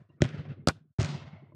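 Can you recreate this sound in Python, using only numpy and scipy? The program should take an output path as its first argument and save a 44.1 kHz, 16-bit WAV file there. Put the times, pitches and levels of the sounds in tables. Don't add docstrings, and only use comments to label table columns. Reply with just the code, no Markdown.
import sys
import numpy as np
from scipy import signal
from scipy.fft import rfft, irfft
from scipy.io import wavfile
from scipy.ndimage import uniform_filter1d

SR = 44100
rng = np.random.default_rng(int(sys.argv[2]) if len(sys.argv) > 2 else 0)


def output_pcm(signal):
    pcm = np.clip(np.atleast_2d(signal).T, -1, 1) * 32767
    wavfile.write(sys.argv[1], SR, np.round(pcm).astype(np.int16))


N = 68355


# (time [s], middle level [dB], low level [dB], upper bass level [dB], middle pitch [Hz])
BOOM_STRETCHES = [
    [(0.0, -55.5, -60, -78, 139.2), (0.02, -50.5, -71, -62, 140.5), (0.032, -91, -68, -81, 138),
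     (0.04, -75, -61, -75, 139), (0.064, -82, -65, -82, 137.4), (0.082, -95, -82, -95, 143),
     (0.092, -63, -64, -66, 143.5), (0.104, -61, -59, -60, 140), (0.114, -61, -87, -77, 145),
     (0.124, -85, -62.5, -65.5, 144), (0.156, -57.5, -68, -77, 141), (0.18, -68.5, -82, -66, 144)],
    [(0.25, -24.5, -61, -37.5, 137.7), (0.274, -41.5, -60, -53, 129.4), (0.31, -46.5, -50, -52, 150.8),
     (0.326, -44, -50, -64, 142), (0.346, -33.5, -54, -46.5, 145), (0.366, -55, -52, -49.5, 140.6),
     (0.39, -38, -33, -55.5, 148.2), (0.408, -33.5, -68, -51.5, 159.8), (0.428, -54.5, -53, -55.5, 153.6),
     (0.518, -34.5, -43.5, -52.5, 136.8), (0.558, -92, -59, -73, 127.8), (0.578, -60.5, -49, -50, 138),
     (0.596, -46.5, -53, -70.5, 145), (0.64, -55.5, -61, -55.5, 137)],
    [(0.71, -38.5, -59, -42.5, 157.3), (0.736, -54, -64, -67.5, 154), (0.776, -58.5, -49.5, -66, 135.7),
     (0.796, -79.5, -92, -80, 139), (0.814, -53, -67, -86, 149.8), (0.834, -65, -94, -83, 147),
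     (0.852, -66.5, -87, -72, 150), (0.91, -70, -66, -100.5, 143)],
    [(1.015, -23, -27, -29.5, 136.1), (1.027, -45, -34.5, -63.5, 133.8), (1.049, -29, -33.5, -43, 140),
     (1.075, -45, -72, -49, 143.1), (1.097, -32, -52, -47.5, 154.5), (1.119, -39, -53, -55, 141.9),
     (1.155, -34, -46, -49, 132.6), (1.191, -68, -46, -54, 131.6), (1.225, -40.5, -64, -62, 133.5),
     (1.247, -77, -45, -52, 134.3), (1.277, -41.5, -64, -70, 142.5), (1.303, -61.5, -72, -69, 137),
     (1.333, -44.5, -55, -77, 146.2), (1.357, -60, -49, -58.5, 149.2), (1.383, -60, -58, -79, 132),
     (1.437, -49, -92, -58.5, 140.2), (1.463, -70.5, -54, -75, 137), (1.493, -58.5, -63, -64.5, 137),
     (1.521, -69, -70, -74.5, 141.7), (1.55, -56.5, -50, -61, 135)],
]
LOW_TONE_HZ, UPPER_BASS_HZ = 98.6, (185, 400)
BOOM_WANDER = .06
BOOM_NOISE_DB = -9.5

# (time [s], middle level [dB], treble level [dB])
WASH_STRETCHES = [
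    [(0.0, -70, -85), (0.008, -68, -83), (0.084, -84.5, -100), (0.094, -79, -86), (0.102, -76.5, -102),
     (0.122, -76, -92), (0.162, -88, -94), (0.185, -74, -102)],
    [(0.24, -48, -48.5), (0.246, -38, -55), (0.282, -56, -59.5), (0.29, -51.5, -56), (0.322, -55.5, -64),
     (0.352, -50.5, -59.5), (0.368, -55.5, -65), (0.388, -50.5, -58.5), (0.444, -63.5, -70),
     (0.454, -53, -65), (0.484, -61.5, -74.5), (0.49, -55.5, -65), (0.522, -53.5, -64),
     (0.556, -67.5, -77.5), (0.65, -76.5, -93)],
    [(0.695, -27, -45), (0.727, -69.5, -66.5), (0.775, -68.5, -76.5), (0.857, -92.5, -107),
     (0.91, -98.5, -112)],
    [(1.004, -35.5, -48), (1.01, -43, -47), (1.06, -42.5, -49.5), (1.082, -48, -52.5), (1.09, -43.5, -49),
     (1.134, -52, -52.5), (1.142, -46.5, -51.5), (1.194, -56, -58), (1.232, -52.5, -60.5),
     (1.25, -59.5, -67.5), (1.278, -53.5, -62), (1.314, -65, -71.5), (1.33, -58, -69.5), (1.51, -74, -89)],
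]
# (frequency [Hz], level [dB])
WASH_COLOURS = [
    [(250, -40), (420, -13.5), (684, 5.5), (829, -50), (895, -7.5), (1190, -4.5), (9000, -37.5),
     (11700, -79), (19800, -120)],
    [(250, -32), (420, -2.5), (746, -5.5), (871, -15.5), (974, -11), (2050, -7), (4820, -16.5),
     (11000, -37), (12000, -67), (15600, -121.5), (22000, -120)],
    [(250, -32), (420, -18.5), (702, -10.5), (949, -18), (1490, -7.5), (1820, -20.5), (3690, -19.5),
     (9130, -33), (15500, -50.5)],
    [(250, -38), (420, -19), (607, -3.5), (777, -7.5), (903, -5), (1400, -10.5), (6640, -19.5), (9470, -32),
     (11000, -67), (14300, -89), (22000, -120)],
]
WASH_DULLING = [2.9, 14.5, 12., 15.6]
WASH_RISES = [.008, 0.034, 0.015, 0.0192]
WASH_FALL_S = 0.049
# (centre [Hz], half width [Hz], gain per second [dB/s])
FAR_AIR_RING = [(2120, 160, 41), (651, 34, 2), (2725, 42, -14.5)]
RIPPLE_DB, PATCH_DB = 1.2, 1.2
HISS_DB = -102.

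# (time [s], length [s], pitch [Hz], peak level [dB])
SHOE_SQUEAKS = [(.092, 0.022, 2770, -70.5), (.094, 0.022, 3900, -91), (.108, 0.063, 1890, -78),
                (.597, 0.023, 2114, -72)]

# (time [s], ring peak [dB], crack level [dB])
TOUCH_BLOWS = [(.101, -54, -80), (1.5215, -45, -80)]
# (pitch [Hz], level [dB], time to fade 60 dB [s])
TOUCH_TONES = [(150, -8, .04), (340, -2, .07), (600, 0, .05), (1020, 4, .04)]

# (time [s], ring peak [dB], crack level [dB])
SMALL_BLOWS = [(.2062, -23.5, -41)]
# (pitch [Hz], level [dB], time to fade 60 dB [s])
SMALL_TONES = [(150, -0.5, .1), (330, -9, .03), (1280, -1, 0.03)]
# (frequency [Hz], level [dB])
SMALL_CRACK_COLOUR = [(500, -12), (1200, 2.5), (3000, -17.5), (4500, -32.5), (9000, -71.5)]

# (time [s], ring peak [dB], crack level [dB])
NEAR_BLOWS = [(.2206, -4, -9.5)]
# (pitch [Hz], level [dB], time to fade 60 dB [s])
NEAR_TONES = [(156.6, 4, 0.025), (243, -10.5, 0.09), (357, 3, 0.031), (586, 2, 0.026), (796, 7.5, 0.0022),
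              (1490, -4.5, 0.027), (1935, -2, 0.014), (2530, -22.5, 0.083), (3280, -18.5, 0.09)]
# (frequency [Hz], level [dB])
NEAR_CRACK_COLOUR = [(880, -24.5), (1500, 1), (3510, 1.5), (4770, -11.5), (5610, -3.5), (7100, -10.5),
                     (11000, -37), (12200, -58), (13000, -84)]

# (time [s], ring peak [dB], crack level [dB])
CATCH_BLOWS = [(.6738, -5.5, -14.5), (0.6862, -9, -10.5), (.7065, -39, -54)]
# (pitch [Hz], level [dB], time to fade 60 dB [s])
CATCH_TONES = [(169.6, -14, 0.083), (262.4, 3, 0.013), (323, -2.5, 0.019), (612, 2, .03), (712, 7.5, 0.02),
               (929, -5, 0.059), (1321, 18, 0.017), (1594, -16, 0.012)]
# (frequency [Hz], level [dB])
CATCH_CRACK_COLOUR = [(1180, -29.5), (2000, -16), (3180, -4.5), (3900, -1.5), (4790, 0.5), (6860, -11),
                      (7670, -6.5), (13800, -35.5), (15500, -45.5)]

# (time [s], ring peak [dB], crack level [dB])
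FAR_BLOWS = [(.9885, -10.5, -45), (.9958, -21, -63.5)]
# (pitch [Hz], level [dB], time to fade 60 dB [s])
FAR_TONES = [(118, 23.5, 0.02), (233, 2, 0.015), (367, 12.5, 0.038), (590, -23, 0.035), (956, -12, 0.01),
             (2130, -3.5, 0.036)]
# (frequency [Hz], level [dB])
FAR_CRACK_COLOUR = [(1060, -33.5), (1800, -1.5), (2090, 4), (3870, 0.5), (4710, 1), (5910, 1), (6720, 2.5),
                    (9380, -18.5), (11000, -68), (14300, -95), (22000, -120)]

# (time [s], crack level [dB], smear [s])
NEAR_ECHOES = [(.2095, -50, 0.0064), (.2232, -33, .003), (.2282, -43.5, .0015), (.2395, -25.5, 0.00067),
               (.2435, -33, .0018), (.2525, -28.5, .0007), (.261, -41, .002), (.2905, -35.5, 0.00068)]
# (time [s], crack level [dB], smear [s])
CATCH_ECHOES = [(.678, -30.5, 0.0032), (.6915, -29.5, 0.0012), (.699, -42.5, 0.001)]
# (time [s], crack level [dB], smear [s])
FAR_ECHOES = [(.9982, -30, .002), (1.0065, -31, .0015), (1.0102, -29, .002), (1.0162, -24, .0007),
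              (1.0298, -25, .0007), (1.0466, -25, .001), (1.0502, -31, .0008), (1.0586, -31, .0008),
              (1.0898, -34, .0012)]

CONTACT_S, FAR_CONTACT_S = .0003, .001
INTO_FLOOR, INTO_HAND = -1, 1
CRACK_SIZE, CRACK_START = 2048, 128
MIC_LOW_HZ, EDGE_HZ = 78, 15640


def amp(db):
    return 10 ** (np.asarray(db) / 20)


def evened(x):
    return x / np.sqrt(np.mean(x ** 2) + 1e-30)


def read(points, hz):
    f, value = np.transpose(points)
    return np.interp(np.log(hz + 1), np.log(f + 1), value)


def add(mix, s, sound):
    part = mix[round(s * SR):][:len(sound)]
    part += sound[:len(part)]


def level(rows, rise_s, fall_s, column=1):
    points, t = np.array(rows), np.arange(N) / SR
    s, db = points[:, 0], points[:, column]
    fade_in = np.clip((t - s[0]) / rise_s + 1, 0, 1)
    fade_out = np.clip((s[-1] - t) / fall_s + 1, 0, 1)
    return fade_in * fade_out * amp(np.interp(t, s, db))


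def smooth_noise(length):
    once = uniform_filter1d(rng.standard_normal(length), size=400)
    return evened(uniform_filter1d(once, size=400))


def wandering(hz):
    drifting_hz = hz * (1 + BOOM_WANDER * smooth_noise(N))
    return np.sqrt(2) * np.sin(2 * np.pi * np.cumsum(drifting_hz) / SR)


def band(lo_hz, hi_hz):
    sos = signal.butter(3, [lo_hz, hi_hz], "band", fs=SR, output="sos")
    return evened(signal.sosfilt(sos, rng.standard_normal(N)))


def boom():
    out, t = np.zeros(N), np.arange(N) / SR
    for rows in BOOM_STRETCHES:
        points = np.array(rows)
        middle_hz = np.interp(t, points[:, 0], points[:, 4])
        middle = evened(wandering(middle_hz) + amp(BOOM_NOISE_DB) * band(150, 240))
        low = evened(wandering(LOW_TONE_HZ) + amp(BOOM_NOISE_DB) * band(55, 130))
        out += level(rows, .01, .015) * middle
        out += level(rows, .01, .0067, column=2) * low
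        out += level(rows, .015, .036, column=3) * band(*UPPER_BASS_HZ)
    return out


def air_ring_gain(hz, elapsed):
    db_per_s = sum(db / (1 + ((hz - f) / width) ** 2) for f, width, db in FAR_AIR_RING)
    return amp(np.outer(db_per_s, elapsed))


def wash():
    out = np.zeros(N)
    for rows, colour, dulling, rise_s in zip(WASH_STRETCHES, WASH_COLOURS, WASH_DULLING, WASH_RISES):
        hz, t, z = signal.stft(rng.standard_normal(N), SR, nperseg=512, noverlap=384)
        elapsed = np.maximum(t - rows[0][0], 0)
        gain = amp(read(colour, hz)[:, None] - dulling * np.outer(hz / 1000, elapsed))
        if rows is WASH_STRETCHES[-1]:
            gain = gain * air_ring_gain(hz, elapsed)
        patches = uniform_filter1d(rng.standard_normal(z.shape), size=3, axis=0)
        patches = evened(uniform_filter1d(patches, size=8, axis=1))
        ripple = rng.standard_normal((len(hz), 1))
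        z = z * amp(PATCH_DB * patches + RIPPLE_DB * ripple)
        middle, treble = (hz > 420) & (hz < 2500), hz >= 2500
        for column, part in ((1, middle), (2, treble)):
            shaped = gain * part[:, None]
            shaped = shaped / np.sqrt((shaped ** 2).mean(0))
            noise = signal.istft(z * shaped, SR, nperseg=512, noverlap=384)[1][:N]
            out += level(rows, rise_s, WASH_FALL_S, column) * evened(noise)
    return out


def hiss():
    return amp(HISS_DB) * rng.standard_normal(N)


def squeaks():
    out = np.zeros(N)
    for s, length, hz, db in SHOE_SQUEAKS:
        t = np.arange(0, length, 1 / SR)
        drift = evened(uniform_filter1d(rng.standard_normal(N), size=200))[:len(t)]
        tone = np.sin(2 * np.pi * np.cumsum(hz * (1 + .012 * drift)) / SR)
        add(out, s, amp(db) * np.sin(np.pi * t / length) * tone)
    return out


def crack(colour, rise_s, decay_s):
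    t = np.maximum(np.arange(CRACK_SIZE) - CRACK_START, 0) / SR
    shape = np.minimum(t / rise_s, 1) * np.exp(-np.maximum(t - rise_s, 0) / decay_s)
    gain = amp(read(colour, np.fft.rfftfreq(CRACK_SIZE, 1 / SR)))
    burst = irfft(rfft(rng.standard_normal(CRACK_SIZE) * shape) * gain, CRACK_SIZE)
    burst = burst * signal.windows.tukey(CRACK_SIZE, .12)
    return evened(burst) * np.sqrt(np.mean(shape ** 2)) / 2


def blows(rows, tones, colour, sign, contact_s, lead_s, rise_s, decay_s):
    t = np.arange(0, .15, 1 / SR)
    hz, db, t60 = np.transpose(tones)[:, :, None]
    ring = (amp(db - 60 * t / t60) * np.sin(2 * np.pi * hz * t)).sum(0)
    push = t * np.exp(-t / contact_s)
    ring = signal.fftconvolve(ring, push)[:len(t)]
    ring = ring / abs(ring).max()
    out = np.zeros(N)
    for s, ring_db, crack_db in rows:
        add(out, s, sign * amp(ring_db) * ring)
        add(out, s - lead_s - CRACK_START / SR, amp(crack_db) * crack(colour, rise_s, decay_s))
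    return out


def touches():
    return blows(TOUCH_BLOWS, TOUCH_TONES, SMALL_CRACK_COLOUR, INTO_HAND, CONTACT_S,
                 lead_s=.00029, rise_s=.00085, decay_s=.0052)


def small_bounce():
    return blows(SMALL_BLOWS, SMALL_TONES, SMALL_CRACK_COLOUR, INTO_FLOOR, CONTACT_S,
                 lead_s=.0005, rise_s=.00017, decay_s=.0016)


def slaps():
    out = np.zeros(N)
    groups = ((NEAR_ECHOES, NEAR_CRACK_COLOUR), (CATCH_ECHOES, CATCH_CRACK_COLOUR),
              (FAR_ECHOES, FAR_CRACK_COLOUR))
    for rows, colour in groups:
        for s, db, smear in rows:
            add(out, s - CRACK_START / SR, amp(db) * crack(colour, smear / 2, smear))
    return out


def near_bounce():
    return blows(NEAR_BLOWS, NEAR_TONES, NEAR_CRACK_COLOUR, INTO_FLOOR, CONTACT_S,
                 lead_s=.0009, rise_s=.00015, decay_s=.0007)


def catch():
    return blows(CATCH_BLOWS, CATCH_TONES, CATCH_CRACK_COLOUR, INTO_HAND, CONTACT_S,
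                 lead_s=.0013, rise_s=.00034, decay_s=.0015)


def far_bounce():
    return blows(FAR_BLOWS, FAR_TONES, FAR_CRACK_COLOUR, INTO_FLOOR, FAR_CONTACT_S,
                 lead_s=-.0027, rise_s=.00098, decay_s=.0011)


def scene():
    hall = boom() + wash() + hiss() + slaps()
    balls = touches() + small_bounce() + near_bounce() + catch() + far_bounce()
    return (hall + squeaks() + balls)[None]


def record(dry):
    bass_cut = signal.butter(4, MIC_LOW_HZ, "high", fs=SR, output="sos")
    thin = signal.sosfilt(bass_cut, dry)
    treble_cut = signal.firwin(511, EDGE_HZ, window=("kaiser", 9), fs=SR)
    return signal.oaconvolve(thin, treble_cut[None], "same")


dry = scene()
out = record(dry)
output_pcm(out)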